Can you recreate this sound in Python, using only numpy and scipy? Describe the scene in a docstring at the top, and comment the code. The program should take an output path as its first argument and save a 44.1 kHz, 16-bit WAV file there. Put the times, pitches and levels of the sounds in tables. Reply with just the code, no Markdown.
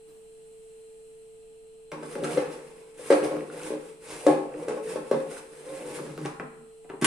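"""A steady appliance hum with faint whines and hissing air fills a kitchen, then comes a faint dull bump.
On the counter a metal air fryer basket is fed into its plastic bay: it catches on the opening, knocks
several times and scrapes along the runners, then is pushed home, where the catch snaps shut.
Blows are decaying modes and noise bursts, sliding is trains of tiny slips, the hum is sines over noise.
Direct sound and room reflections reach a left and a right side."""
import sys
import numpy as np
from scipy import signal
from scipy.fft import rfft, irfft, next_fast_len
from scipy.io import wavfile

SR = 44100
rng = np.random.default_rng(int(sys.argv[2]) if len(sys.argv) > 2 else 0)


def transcribe(signal):
    """Save signal, clipped to [-1, 1], as a 16-bit WAV file at the path in sys.argv[1]."""
    frames = np.atleast_2d(signal).T
    limited = np.clip(frames, -1, 1)
    pcm = np.round(limited * 32767).astype(np.int16)
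    wavfile.write(sys.argv[1], SR, pcm)


N = 311342
TIME = np.arange(N) / SR
TAIL = TIME[:SR * 3 // 4]   # time axis of a single decay
CUTOFF_HZ = 15000
HUM_HZ = 445.2

# All dB below are before the gains set in the functions; decay times (t60) are those before any shortening.

# Motor hum. Each row: time in seconds, level in dB.
HUM_LEVEL = [(0, -50.5), (.8, -48), (1.5, -49.5), (4, -50), (7, -50)]
# Faint companions of the hum. Each row: pitch in Hz, rms level in dB.
WHINES = [(148.5, -72.5), (693, -81), (841.6, -80), (1236, -89), (4107, -81), (8087, -78), (8318, -83)]
# Colour of the moving air. Each row: frequency in Hz, relative level in dB.
AIR_COLOUR = [(20, -73), (50, -77), (100, -87), (135, -84), (150, -98), (170, -80.5), (300, -85),
              (600, -89), (1300, -100), (2100, -101), (2700, -89.5), (3300, -95), (3850, -104), (4130, -93),
              (4400, -102), (12000, -115)]
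# Colour of the high background hiss. Each row: frequency in Hz, relative level in dB.
AIR_HISS_COLOUR = [(3000, -10.5), (5000, -15.5), (6600, -12), (7500, -0.5), (8200, 4.5), (9000, -1.5),
                   (10500, -4), (11500, -16.5), (15000, -24)]
# Course of that high hiss. Each row: time in seconds, level in dB.
AIR_HISS_LEVEL = [(0, -67.5), (.3, -66), (.8, -65), (1.3, -67), (1.8, -69), (7, -67)]

# Left-right likeness of diffuse sound. Each row: frequency in Hz, coherence from 0 to 1.
LIKENESS = [(30, 0.082), (130, 1), (320, 0.83), (500, 0.6), (950, 0.032), (2000, 0.073), (4500, 0.0091),
            (12000, 0.0099)]
# The basket's side. Each row: frequency in Hz, left minus right in dB.
SIDE_LEVEL = [(150, 0.5), (320, -0.5), (500, 3), (750, 1), (1090, 0), (1500, 0.5), (4500, 0), (9000, -3),
              (13000, 5)]
# Phase between the sides. Each row: frequency in Hz, lead of the left in radians.
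SIDE_LEAD = [(150, 0.013), (320, -0.21), (500, 0.23), (900, -0.62), (2000, -0.63)]
# Colours of the room's ring and of its quick reflections. Each row: frequency in Hz, relative level in dB.
ROOM_COLOUR = [(100, 0.0), (250, 1.5), (500, -1.5), (1000, 6.0), (3000, -1.5), (10000, -4.0), (15000, -1)]
EARLY_COLOUR = [(100, -16.0), (600, 1.5), (2000, 0.5), (9000, 2.0)]

# Colour of the bump at pick-up. Each row: frequency in Hz, relative level in dB.
LIFT_COLOUR = [(100, -21), (200, 9), (500, -4), (1000, -8), (1500, -15), (3000, -17)]

# The basket's broad floor. Each row: frequency in Hz, level in dB, t60 in seconds.
FLOOR_MODES = [(235, 4, 0.33), (303.4, 5.5, 0.34), (357, -1.5, 0.27), (393, 2, 0.36), (417, -11, 0.35),
               (439.1, 10.5, 0.28), (495, 7.5, 0.27), (532.7, 6.5, 0.48), (694, 3, 0.099)]
# Its stiffer walls. Each row: frequency in Hz, level in dB, t60 in seconds.
WALL_MODES = [(841, 4, 0.4), (880, 3.5, 0.69), (1087, 4, 0.41), (1190, -13, 0.17), (1336, -20, 0.79),
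              (1360, -28, .25), (1520, -12.5, 0.21), (1687, -10.5, 0.43), (2090, 2, 0.081), (2530, -27, .2)]
# The heavily damped first swing of a blow. Each row: ratio to the thud pitch, level in dB, t60 in seconds.
THUD_MODES = [(.66, -13.5, 0.053), (.85, -13, 0.13), (1.04, 0.5, 0.065)]
# The plastic casing's short ring. Each row: frequency in Hz, level in dB, t60 in seconds.
CASING_MODES = [(804, 0.5, 0.14), (1020, -35, 0.035), (1162, -8.5, 0.094), (1340, -27, 0.0085),
                (1740, -16, 0.034), (2105, 8, 0.0077), (2500, 0.5, 0.023), (2730, -43, 0.033)]
# The hollow casing's low ring. Each row: frequency in Hz, level in dB, t60 in seconds.
BOOM_MODES = [(155.2, -4, 0.33), (171.5, -6, 0.26), (238.4, 0, 0.29), (304.6, 5, 0.23)]
# Colour of the casing boom. Each row: frequency in Hz, relative level in dB.
BOOM_COLOUR = [(60, -37), (105, -42), (155, 2.5), (200, -9.5), (250, -2.5), (330, -12), (500, -7),
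               (900, -70)]
# Colour of the plastic clack. Each row: frequency in Hz, relative level in dB.
CLACK_COLOUR = [(300, -33.5), (650, -7), (1000, 7.5), (1500, 3.5), (2000, 1), (2600, 0), (3050, -3),
                (6000, -8.5), (12000, -56)]
# Colour of the rim's tick. Each row: frequency in Hz, relative level in dB.
TICK_COLOUR = [(1500, 14), (3000, -5), (5000, -2), (7000, -3), (9200, 6.5), (10500, 0), (12000, -39),
               (15000, -52)]

# The hand feeds the basket in by short pushes. Each row: start of full speed in seconds, run-up in seconds,
# hold in seconds, speed as hiss in dB, pressure on the runners in dB.
PUSHES = [(1.97, 0.05, 0.058, -76, 29.5), (2.11, 0.13, 0.018, -47.5, 2), (2.19, 0.041, 0.026, -67.5, 28),
          (2.305, 0.17, 0.087, -42, 9.5), (2.46, 0.14, 0.12, -53.5, 9.5), (2.6, 0.31, 0.21, -59, 5.5),
          (3.087, .14, 0.071, -39.5, -1.5), (3.241, 0.036, 0.021, -42.5, 13),
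          (3.371, 0.1, 0.037, -54.5, 19), (3.54, 0.24, 0.041, -51.5, 11), (3.641, 0.11, 0.024, -37, -1.5),
          (3.75, 0.038, 0.022, -70, 24), (3.87, 0.21, 0.016, -53.5, -1), (4.079, 0.089, 0.23, -42.5, -1),
          (4.55, 0.092, 0.23, -54, 16), (4.914, 0.13, 0.011, -40.5, 4.5), (5.031, 0.015, 0.2, -53.5, 7),
          (5.31, 0.12, 0.067, -44.5, 1), (5.699, 0.3, 0.28, -46, 2.5), (6.1, 0.15, 0.012, -64.5, 16.5),
          (6.219, 0.054, 0.058, -53.5, 14.5)]
RUN_DOWN = 0.49   # a push dies away over this many times its run-up
# Once the runners carry the basket, the vibration leaves its floor for the casing.
SEATED_S, SEATING_S, SEATED_CASING_DB, SEATED_FLOOR_DB = 5.95, 0.15, 13.5, -5
# Colour of the sliding hiss. Each row: frequency in Hz, relative level in dB.
HISS_COLOUR = [(1500, -8), (3300, -6.5), (5000, -13), (7000, -7.5), (9300, 1), (10500, -5), (12000, -18),
               (15000, -36)]
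# Colour of the sliding rasp. Each row: frequency in Hz, relative level in dB.
RASP_COLOUR = [(60, -35.5), (250, -43), (500, 18), (680, -4), (870, 17), (1250, -0.5), (2000, 8.5),
               (2650, 12.5), (3200, -20), (5000, 6), (10000, -33)]
# Colour of the casing's rumble under sliding. Each row: frequency in Hz, relative level in dB.
RUMBLE_COLOUR = [(70, -11.5), (115, -8.0), (152, 14.0), (172, 20.5), (205, -16), (300, 9), (380, -2.0),
                 (800, -58)]
# The drawer's plastic sides rub the mouth of the bay. Each row: loudest time in seconds, length in seconds,
# level in dB.
RUBS = [(4.119, 0.15, -46), (5.97, 0.31, -55.5), (6.225, 0.3, -56)]
# Colour of those rubs. Each row: frequency in Hz, relative level in dB.
RUB_COLOUR = [(600, -7), (1300, 0), (2400, -6), (3500, -3), (7000, -4), (11000, -10), (13000, -40)]
# Resonances that bits of grit set off between rim and runner. 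Each row: frequency in Hz, level in dB.
GRIT_MODES = [(880, -0.5), (1120, -13), (1480, 2), (1900, 1.5), (2300, -6), (2600, 1.5), (2780, 0),
              (3700, -5)]
# The rim skids along the opening. Each row: start in seconds, level in dB, t60 in seconds.
SKIDS = [(2.03, -50, 0.11), (2.24, -31, 0.056), (2.371, -50, 0.094), (2.995, -59, .08), (3.105, -38, 0.21),
         (3.237, -41, 0.13), (4.264, -32.5, 0.1), (4.682, -33.5, 0.065)]
# Colour of the skidding rim. Each row: frequency in Hz, relative level in dB.
SKID_COLOUR = [(600, -9), (1300, 9), (2100, 1.5), (2650, 3.5), (3300, -6), (6000, -5), (9300, -1),
               (11000, -6), (13000, -64)]
# Stick-slip groans of the basket floor. Each row: loudest time in seconds, length in seconds, pitch in Hz,
# level in dB.
GROANS = [(3.584, 0.089, 495, -42.5), (4.79, 0.16, 440.7, -44.5), (4.859, 0.18, 439.4, -34),
          (5.676, 0.037, 520, -40.5), (5.705, 0.033, 535, -36.5), (5.738, 0.11, 530, -38)]

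# Small dry ticks, alone or at the sharp start of a knock or bump. Each row: start in seconds, level in dB,
# pitch in Hz, treble in dB relative to that pitch.
TICKS = [(1.9186, -28.5, 2090, -22.5), (2.154, -28, 1690, -28), (2.237, -25.5, 2530, -13),
         (2.273, -30.5, 2500, -22), (2.317, -37, 2600, -14), (2.333, -32, 1300, -12),
         (2.349, -33, 2500, -6), (3.126, -27, 1510, 3), (3.246, -29.5, 1500, -9), (3.368, -33, 1220, -26),
         (3.634, -32, 2200, -5), (4.2677, -22, 1500, -1.5), (4.283, -26, 2100, -19),
         (5.975, -42, 1200, -19), (5.989, -33, 1190, -31), (6.1779, -32, 1437, -25),
         (6.2508, -33, 1500, -13), (6.259, -29.5, 1300, -4), (6.318, -49.5, 1300, -17),
         (6.398, -26.5, 1980, -27.5), (6.8998, -33.5, 1910, -28)]
# The drawer's plastic front meets the casing. Each row: start in seconds, thud in dB, casing boom in dB,
# snap in dB, snap pitch in Hz.
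BUMPS = [(6.398, -31.5, -30, -29.5, 1720), (6.422, -47, -34.5, -52, 1290), (6.846, -57, -50.5, -44, 1140),
         (6.894, -50, -51, -43, 1700), (6.8999, -32, -50, -32, 1540), (6.917, -43, -43, -45, 1100),
         (6.936, -29, -38, -42, 1100)]
# Colour of that snap. Each row: ratio to the snap pitch, relative level in dB.
SNAP_SHAPE = [(.25, 2.5), (.55, 0), (.85, 1.5), (1.35, -6), (1.6, -12), (2, -15), (5, -51)]
# The drawer rides over its catch and seats. Each row: start in seconds, thump in dB, crack in dB, spring in dB.
CATCH = [(7.0135, -38, -33, -28), (7.0222, -24, -28, -30), (7.0443, -24, -17.5, -2)]
# Colour of the plastic crack. Each row: frequency in Hz, relative level in dB.
CRACK_COLOUR = [(300, -19), (1100, -10.5), (2200, -11.5), (2900, -13.5), (4000, -20.5), (7000, -21.5),
                (9200, -24), (10500, -20), (12000, -36), (15000, -38)]
# Colour of the rattling spring. 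Each row: frequency in Hz, relative level in dB.
SPRING_COLOUR = [(6000, -13), (8200, -6), (9150, -1), (10200, -10), (11000, -12), (12500, -36),
                 (15000, -55)]
# The metal basket hits the bay. Each row: start in seconds, strength in dB, thud pitch in Hz, hardness of the
# contact in dB, how freely the walls ring in dB, time to the rebound in seconds, change per rebound in dB,
# casing boom in dB.
KNOCKS = [(1.919, -28.5, 551, 8, 4, .017, -23, -33.5), (2.028, -32, 544, 1.5, 2, .018, -9, -40),
          (2.155, -27, 517, 0, 1, .021, -7, -33), (2.230, -20.5, 465, -13, -11, .032, -9, -30),
          (2.372, -15.5, 496, -5, -26, .0039, 0.5, -43), (2.423, -26, 480, 4, -16, .022, -4, -44),
          (2.993, -35, 494, -17, -12, .004, -2.5, -76), (3.103, -7, 455, -3.5, -11.5, .0108, -2, -41),
          (3.151, -17, 470, -25, -6.5, .014, -6.5, -46), (3.181, -18.5, 448, -12, -3, .023, -3.5, -40),
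          (3.311, -21, 505, -4, -2, .021, -7, -32.5), (3.704, -20, 397, -3.5, -8, .016, -4.5, -40),
          (4.266, -5.5, 500, -4, -4, .0235, -6, -32), (4.298, -10.5, 520, -10, -23, .028, -14, -34),
          (4.681, -23, 483, -8, -2, .014, -2, -38), (4.768, -31, 470, -5, 6.5, .018, -4.5, -48),
          (4.958, -19.5, 490, -1, -4, .01, -9.5, -42), (5.113, -11, 470, -9, -9.5, .015, -5.5, -26.5),
          (5.808, -34, 505, -17, -3, .018, -11, -42.5), (5.882, -32.5, 450, -16, 0, .018, -9, -40.5),
          (5.994, -22.5, 340, -16, -11, .023, -7.5, -35.5), (6.065, -30.5, 378, -1, -19, .03, -11, -40),
          (6.179, -28.5, 404, 0, -7, .019, -12, -38), (6.253, -21.5, 374, -1.5, -11, .008, -11, -40)]
REBOUND_PITCH = 0.955   # each rebound thuds lower than the touch before


def from_db(db):
    """Decibels to gain."""
    return 10 ** (np.asarray(db) / 20)


def rms_one(x):
    """Scale to rms 1."""
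    return x / np.sqrt(np.mean(x ** 2) + 1e-20)


def in_time(rows):
    """Read a curve of (seconds, value) at every sample."""
    s, value = np.transpose(rows)
    return np.interp(TIME, s, value)


def at_hz(points, hz):
    """Read a table on a log-frequency axis."""
    f, value = np.transpose(points)
    return np.interp(np.log(hz + 1), np.log(f), value)


def dying(t60):
    """A free decay, 60 dB down after t60 seconds."""
    return np.exp(-np.log(1000) * TAIL / t60)


def swelling(s, length):
    """A rise and fall centred on a time."""
    return np.cos(np.pi * np.clip((TIME - s) / length, -.5, .5))


def drift(rate):
    """Smooth chance with rms 1, from a new random value `rate` times a second."""
    knots = rng.standard_normal(int(N / SR * rate) + 2)
    return rms_one(np.interp(TIME * rate, np.arange(len(knots)), knots))


def colour(x, spectrum):
    """Give a steady signal a spectrum; rms 1."""
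    length = x.shape[-1]
    size = next_fast_len(length)
    gain = from_db(at_hz(spectrum, np.fft.rfftfreq(size, 1 / SR)))
    return rms_one(irfft(rfft(x, size) * gain, size)[..., :length])


def diffuse(size):
    """White stereo noise from all round: most alike in the bass, nearly unrelated in the treble."""
    padded = next_fast_len(size)
    alike = np.clip(at_hz(LIKENESS, np.fft.rfftfreq(padded, 1 / SR)), -1, 1)
    mid, side = rfft(rng.standard_normal((2, padded)))
    pair = np.sqrt(1 + alike) * mid + np.sqrt(1 - alike) * side * [[1], [-1]]
    return rms_one(irfft(pair, padded)[:, :size])


def ringing(modes, spread_db=0, shorten=1, pitch=1):
    """Modes struck together; the place of contact gives each its own strength."""
    strengths = spread_db * rng.standard_normal(len(modes))
    out = np.zeros(len(TAIL))
    for (hz, db, t60), own in zip(modes, strengths):
        out += from_db(db + own) * np.sin(2 * np.pi * hz * pitch * TAIL) * dying(t60 * shorten)
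    return out


def burst(spectrum, t60):
    """Many crowded modes that die together, as coloured noise under one decay."""
    return colour(rng.standard_normal(len(TAIL)), spectrum) * dying(t60)


def radiate(x, edge_hz):
    """A small body sends out little below its lowest resonance."""
    return signal.sosfilt(signal.butter(4, edge_hz, "high", fs=SR, output="sos"), x)


def add(track, s, sound):
    """Mix a sound in at a time in seconds."""
    start = int(s * SR)
    track[start:start + len(sound)] += sound[:max(N - start, 0)]


def appliance(air_db=-64, hiss_db=4.0, hum_lead=0.59, hum_lean_db=-.5, whine_flutter_db=2.5):
    """A motor hums on one clean note, with faint whines, moving air and a high hiss."""
    phase = 2 * np.pi * HUM_HZ * TIME + .05 * drift(3.7)
    lean = np.array([[hum_lean_db], [-hum_lean_db]])
    level = from_db(in_time(HUM_LEVEL) + 0.083 * drift(0.33) + lean)
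    out = np.sqrt(2) * level * np.sin(phase + np.array([[hum_lead], [0]]))   # the left leads, in radians
    for hz, db in WHINES:
        wander = np.cumsum(drift(29)) / SR * (1 + 0.0018 * hz)   # in cycles
        flutter = from_db(db + whine_flutter_db * drift(45))
        side_phase = rng.uniform(0, np.pi, (2, 1))
        out += np.sqrt(2) * flutter * np.sin(2 * np.pi * (hz * TIME + wander) + side_phase)
    out += from_db(air_db) * colour(diffuse(N), AIR_COLOUR)
    return out + from_db(in_time(AIR_HISS_LEVEL) + hiss_db) * colour(diffuse(N), AIR_HISS_COLOUR)


def kitchen(x, wet_db, t60=0.58, early_t60=0.17, early_db=-1, shade_db=-6):
    """Direct sound, quick reflections from counter and wall, then the ring of the room."""
    late = colour(diffuse(len(TAIL)), ROOM_COLOUR) * (dying(t60) - dying(0.016))
    early = colour(diffuse(len(TAIL)), EARLY_COLOUR) * (dying(early_t60) - dying(0.0027))
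    reflections = rms_one(late) + from_db(early_db) * rms_one(early)
    response = from_db(wet_db) * reflections / np.sqrt(len(TAIL))
    size = next_fast_len(N + len(TAIL))
    hz = np.fft.rfftfreq(size, 1 / SR)
    direct = from_db(at_hz([(700, 0.0085), (4500, shade_db)], hz))   # the bay hides treble from the direct path
    sides = np.array([[.5], [-.5]])
    lean = from_db(at_hz(SIDE_LEVEL, hz) * sides) * np.exp(1j * at_hz(SIDE_LEAD, hz) * sides)
    return irfft(rfft(x, size) * (direct + rfft(response, size)) * lean, size)[:, :N]


def shifting(x, wet_db, sway_s=1.1017):
    """As the basket moves, its sound passes back and forth between two reflection patterns."""
    share = np.sin(np.pi * TIME / sway_s) ** 2
    return kitchen(x * share, wet_db) + kitchen(x * (1 - share), wet_db)


def lifting(at_s=0.075, level_db=-61):
    """A faint dull bump as the basket is picked up: one low noise burst."""
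    out = np.zeros(N)
    add(out, at_s, from_db(level_db) * burst(LIFT_COLOUR, t60=0.6))
    return out


def pushing():
    """Each push runs up, holds and dies away: dB of the speed, and of the drive (speed and pressure)."""
    speed, drive = np.zeros((2, N)) + 1e-14
    for s, run_up, held, db, pressure in PUSHES:
        before = np.maximum(s - TIME, 0) / run_up
        after = np.maximum(TIME - s - held, 0) / (RUN_DOWN * run_up)
        power = from_db(db - 20 * np.minimum(before + after, 10)) ** 2
        speed += power
        drive += power * from_db(pressure) ** 2
    return 10 * np.log10(speed), 10 * np.log10(drive)


def friction(per_s, size_db, judder_db):
    """Tiny slips of uneven size, swelling and thinning in strength."""
    slips = (rng.random(N) < per_s / SR) * rng.choice([-1, 1], N)
    sizes = from_db(size_db * np.minimum(rng.exponential(1, N), 4))
    return slips * sizes * from_db(judder_db * drift(55))


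def rubs():
    """Plastic on plastic: a broad, grainy rub made of small slips."""
    level = sum(from_db(db) * swelling(s, length) for s, length, db in RUBS)
    return level * colour(friction(per_s=2500, size_db=1.5, judder_db=-0.5), RUB_COLOUR)


def sliding(hiss_db=-3, rasp_db=-15.0, wall_db=-20, drone_db=-4, rumble_db=-15, floor_hz=470,
            rasp_follows=0.4):
    """Slips hiss and rasp on the runners; under pressure they also drive the basket and the casing."""
    speed, drive = pushing()
    seated = np.clip((TIME - SEATED_S) / SEATING_S, 0, 1)
    rasp = speed + rasp_follows * (drive - speed)
    drone = drive + SEATED_FLOOR_DB * seated
    rumble = drive + SEATED_CASING_DB * seated
    fine = friction(per_s=7500, size_db=3.0, judder_db=3.0)
    coarse = friction(per_s=2500, size_db=0.3, judder_db=-1.5)
    floor = ringing(THUD_MODES, pitch=floor_hz) + from_db(-24.5) * ringing(FLOOR_MODES, shorten=0.36)
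    walls = ringing(WALL_MODES, shorten=0.11)   # the runners damp the ring
    driven_floor = radiate(signal.fftconvolve(coarse, floor)[:N], edge_hz=229)
    driven_walls = signal.fftconvolve(coarse, walls)[:N]
    out = from_db(speed + hiss_db) * colour(fine, HISS_COLOUR)
    out += from_db(rasp + rasp_db) * colour(fine, RASP_COLOUR)
    out += from_db(drone + drone_db) * rms_one(driven_floor)
    out += from_db(rasp + wall_db) * rms_one(driven_walls)
    out += from_db(rumble + rumble_db) * colour(coarse, RUMBLE_COLOUR)
    return out * (TIME > KNOCKS[0][0])   # nothing rubs before the first knock


def grit(level_db=-11, pressure_follows=0.65, cycles=22):
    """Bigger slips as the basket drags; each rings one resonance, 60 dB down after `cycles` cycles."""
    speed, drive = pushing()
    slips = friction(per_s=330, size_db=3.5, judder_db=3.0)
    dealt, out = rng.integers(0, len(GRIT_MODES), N), np.zeros(N)
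    for k, (hz, db) in enumerate(GRIT_MODES):
        r, w = from_db(-60 * hz / (cycles * SR)), 2 * np.pi * hz / SR   # pole radius and angle
        struck = slips * (dealt == k) + 1e-18
        out += from_db(db) * signal.lfilter([0, np.sin(w)], [1, -2 * r * np.cos(w), r * r], struck)
    level = from_db(level_db + speed + pressure_follows * (drive - speed))
    return level * rms_one(radiate(out, edge_hz=620)) * (TIME > KNOCKS[0][0])


def skids():
    """Where it strikes at a slant the rim skids on: a gritty scrape that dies as the basket slows."""
    level = np.zeros(N)
    for s, db, t60 in SKIDS:
        add(level, s, from_db(db) * dying(t60))
    return level * colour(friction(per_s=3900, size_db=11.0, judder_db=-0.5), SKID_COLOUR)


def groans(level_db=-1, octave_db=-20, waver=0.0084, rough_db=-1.5):
    """Pressed hard, the slips lock on to a floor mode and the basket sings unsteadily, swelling and fading."""
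    out = np.zeros(N)
    for s, length, pitch, db in GROANS:
        phase = 2 * np.pi * np.cumsum(pitch * (1 + waver * drift(70))) / SR
        tone = np.sin(phase) + from_db(octave_db) * np.sin(2 * phase)
        out += swelling(s, length) * from_db(db + level_db) * tone
    return np.sqrt(2) * out * from_db(rough_db * drift(98))


def ticks(level_db=0, t60=0.0079):
    """Small dry ticks, each a very short noise burst with its own pitch and sharpness."""
    out = np.zeros(N)
    for s, db, pitch, treble in TICKS:
        shape = [(pitch / 4, -20), (pitch, 0), (2 * pitch, treble), (10000, treble - 4), (13000, treble - 35)]
        add(out, s, from_db(db + level_db) * burst(shape, t60=t60))
    return out


def bumps(front_hz=368, snap_t60=0.04, ring_db=-20, swell_s=0.019):
    """Plastic on plastic: a dull thud, a boom and a short snap."""
    out, swell = np.zeros(N), 1 - dying(swell_s)
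    for s, thud, boom, snap, pitch in BUMPS:
        front = from_db(thud) * ringing(THUD_MODES, pitch=front_hz)
        add(out, s, swell * (front + from_db(boom) * burst(BOOM_COLOUR, t60=0.13)))
        snap_colour = [(ratio * pitch, db) for ratio, db in SNAP_SHAPE]
        add(out, s, from_db(snap) * (1 - dying(0.0041)) * burst(snap_colour, t60=snap_t60))
        add(out, s, from_db(snap + ring_db) * ringing(CASING_MODES, spread_db=6.5))
    return radiate(out, edge_hz=180)


def catch(spring_hz=9050, front_hz=370, front_db=4.5, ping_db=-3, rattle_db=-4.5):
    """The drawer front thumps home, the plastic cracks, the spring gives a very short, bright ping and rattle."""
    out = np.zeros(N)
    ping = 2 * np.sin(2 * np.pi * spring_hz * TAIL) * (dying(.009) - dying(.0025))
    for s, thump, crack, spring in CATCH:
        add(out, s, from_db(thump) * (1 - dying(.008)) * burst(BOOM_COLOUR, t60=.13))
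        add(out, s, from_db(thump + front_db) * ringing(THUD_MODES, pitch=front_hz))
        add(out, s, from_db(crack) * burst(CRACK_COLOUR, t60=.06))
        rattle = (1 - dying(.003)) * burst(SPRING_COLOUR, t60=.016)
        add(out, s, from_db(spring) * (from_db(ping_db) * ping + from_db(rattle_db) * rattle))
    return radiate(out, edge_hz=114)


def knocks(thud_db=-1.0, thud_shorten=0.72, floor_db=-16, wall_db=-18, clack_db=-20, casing_db=-27,
           tick_db=-21, boom_db=-3, boom_ring_db=0, swell_s=0.01, scuff_s=.0015, chatter_db=5.5, count=3):
    """The rim scuffs, then the blow swings the floor, booms the casing, rings the walls and rebounds.

    Returns the contacts, the first swings and the long ring."""
    basket, thuds, casing, edge, walls = np.zeros((5, N))
    swell = 1 - dying(swell_s)   # the heavy parts need a cycle or two to get moving
    for first, peak, pitch, hard, wall, gap, loss, boom in KNOCKS:
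        floor = floor_db + 0.26 * wall + SEATED_FLOOR_DB * (first > SEATED_S)   # the runners damp the floor
        for k in range(count):   # the first touch and its rebounds
            s, db = first + k * gap, peak + k * loss
            swing = ringing(THUD_MODES, shorten=thud_shorten, pitch=pitch * REBOUND_PITCH ** k)
            add(thuds, s, from_db(db + thud_db) * swell * swing)
            floor_ring = ringing(FLOOR_MODES, spread_db=4.0, shorten=0.36)
            add(basket, s, from_db(db + floor) * swell * floor_ring)
            add(edge, s - scuff_s, from_db(db + hard + clack_db) * burst(CLACK_COLOUR, t60=.055))
            add(edge, s, from_db(db + hard + casing_db) * ringing(CASING_MODES, spread_db=5.0))
        # after a light blow the wall stays pressed to the bay and is damped
        free = np.clip(from_db(0.5 * (peak + wall + 2.5)), .4, 1)
        wall_ring = ringing(WALL_MODES, spread_db=2.5, shorten=free)
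        add(walls, first, from_db(peak + wall + wall_db) * (1 - dying(0.055)) * wall_ring)
        add(casing, first, from_db(boom + boom_db) * swell * burst(BOOM_COLOUR, t60=0.19))
        low_ring = ringing(BOOM_MODES, spread_db=0.5)
        add(walls, first, from_db(boom + boom_ring_db) * (1 - dying(0.19)) * low_ring)
        # only the first touch ticks
        add(edge, first - scuff_s, from_db(peak + hard + tick_db) * burst(TICK_COLOUR, t60=0.048))
    edge *= from_db(chatter_db * drift(250))   # the rim chatters while it is in contact
    contacts = radiate(basket + edge, edge_hz=300) + radiate(casing, edge_hz=180)
    return contacts, radiate(thuds, edge_hz=286), walls


def scene():
    """The basket in the kitchen over the hum, each group of sounds with its own share of reflections."""
    contacts, thuds, walls = knocks()
    # the pick-up bump, contacts, skids, sliding and catch come with the most reflections
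    reverberant = lifting() + contacts + skids() + sliding() + catch()
    swings = kitchen(thuds, wet_db=-7.0) + kitchen(walls + groans(), wet_db=-8.0)
    # ticks, grit and rubs keep more treble in their direct sound
    bright = kitchen(ticks() + grit() + rubs(), wet_db=-7.0, shade_db=-3.0)
    front = kitchen(bumps(), wet_db=-4.0, t60=0.73)
    return shifting(reverberant, wet_db=0.5) + swings + bright + front + appliance()


def record(dry):
    """The top is cut steeply above the cutoff."""
    return signal.sosfilt(signal.ellip(10, .2, 80, CUTOFF_HZ, fs=SR, output="sos"), dry)


dry = scene()
out = record(dry)
transcribe(out)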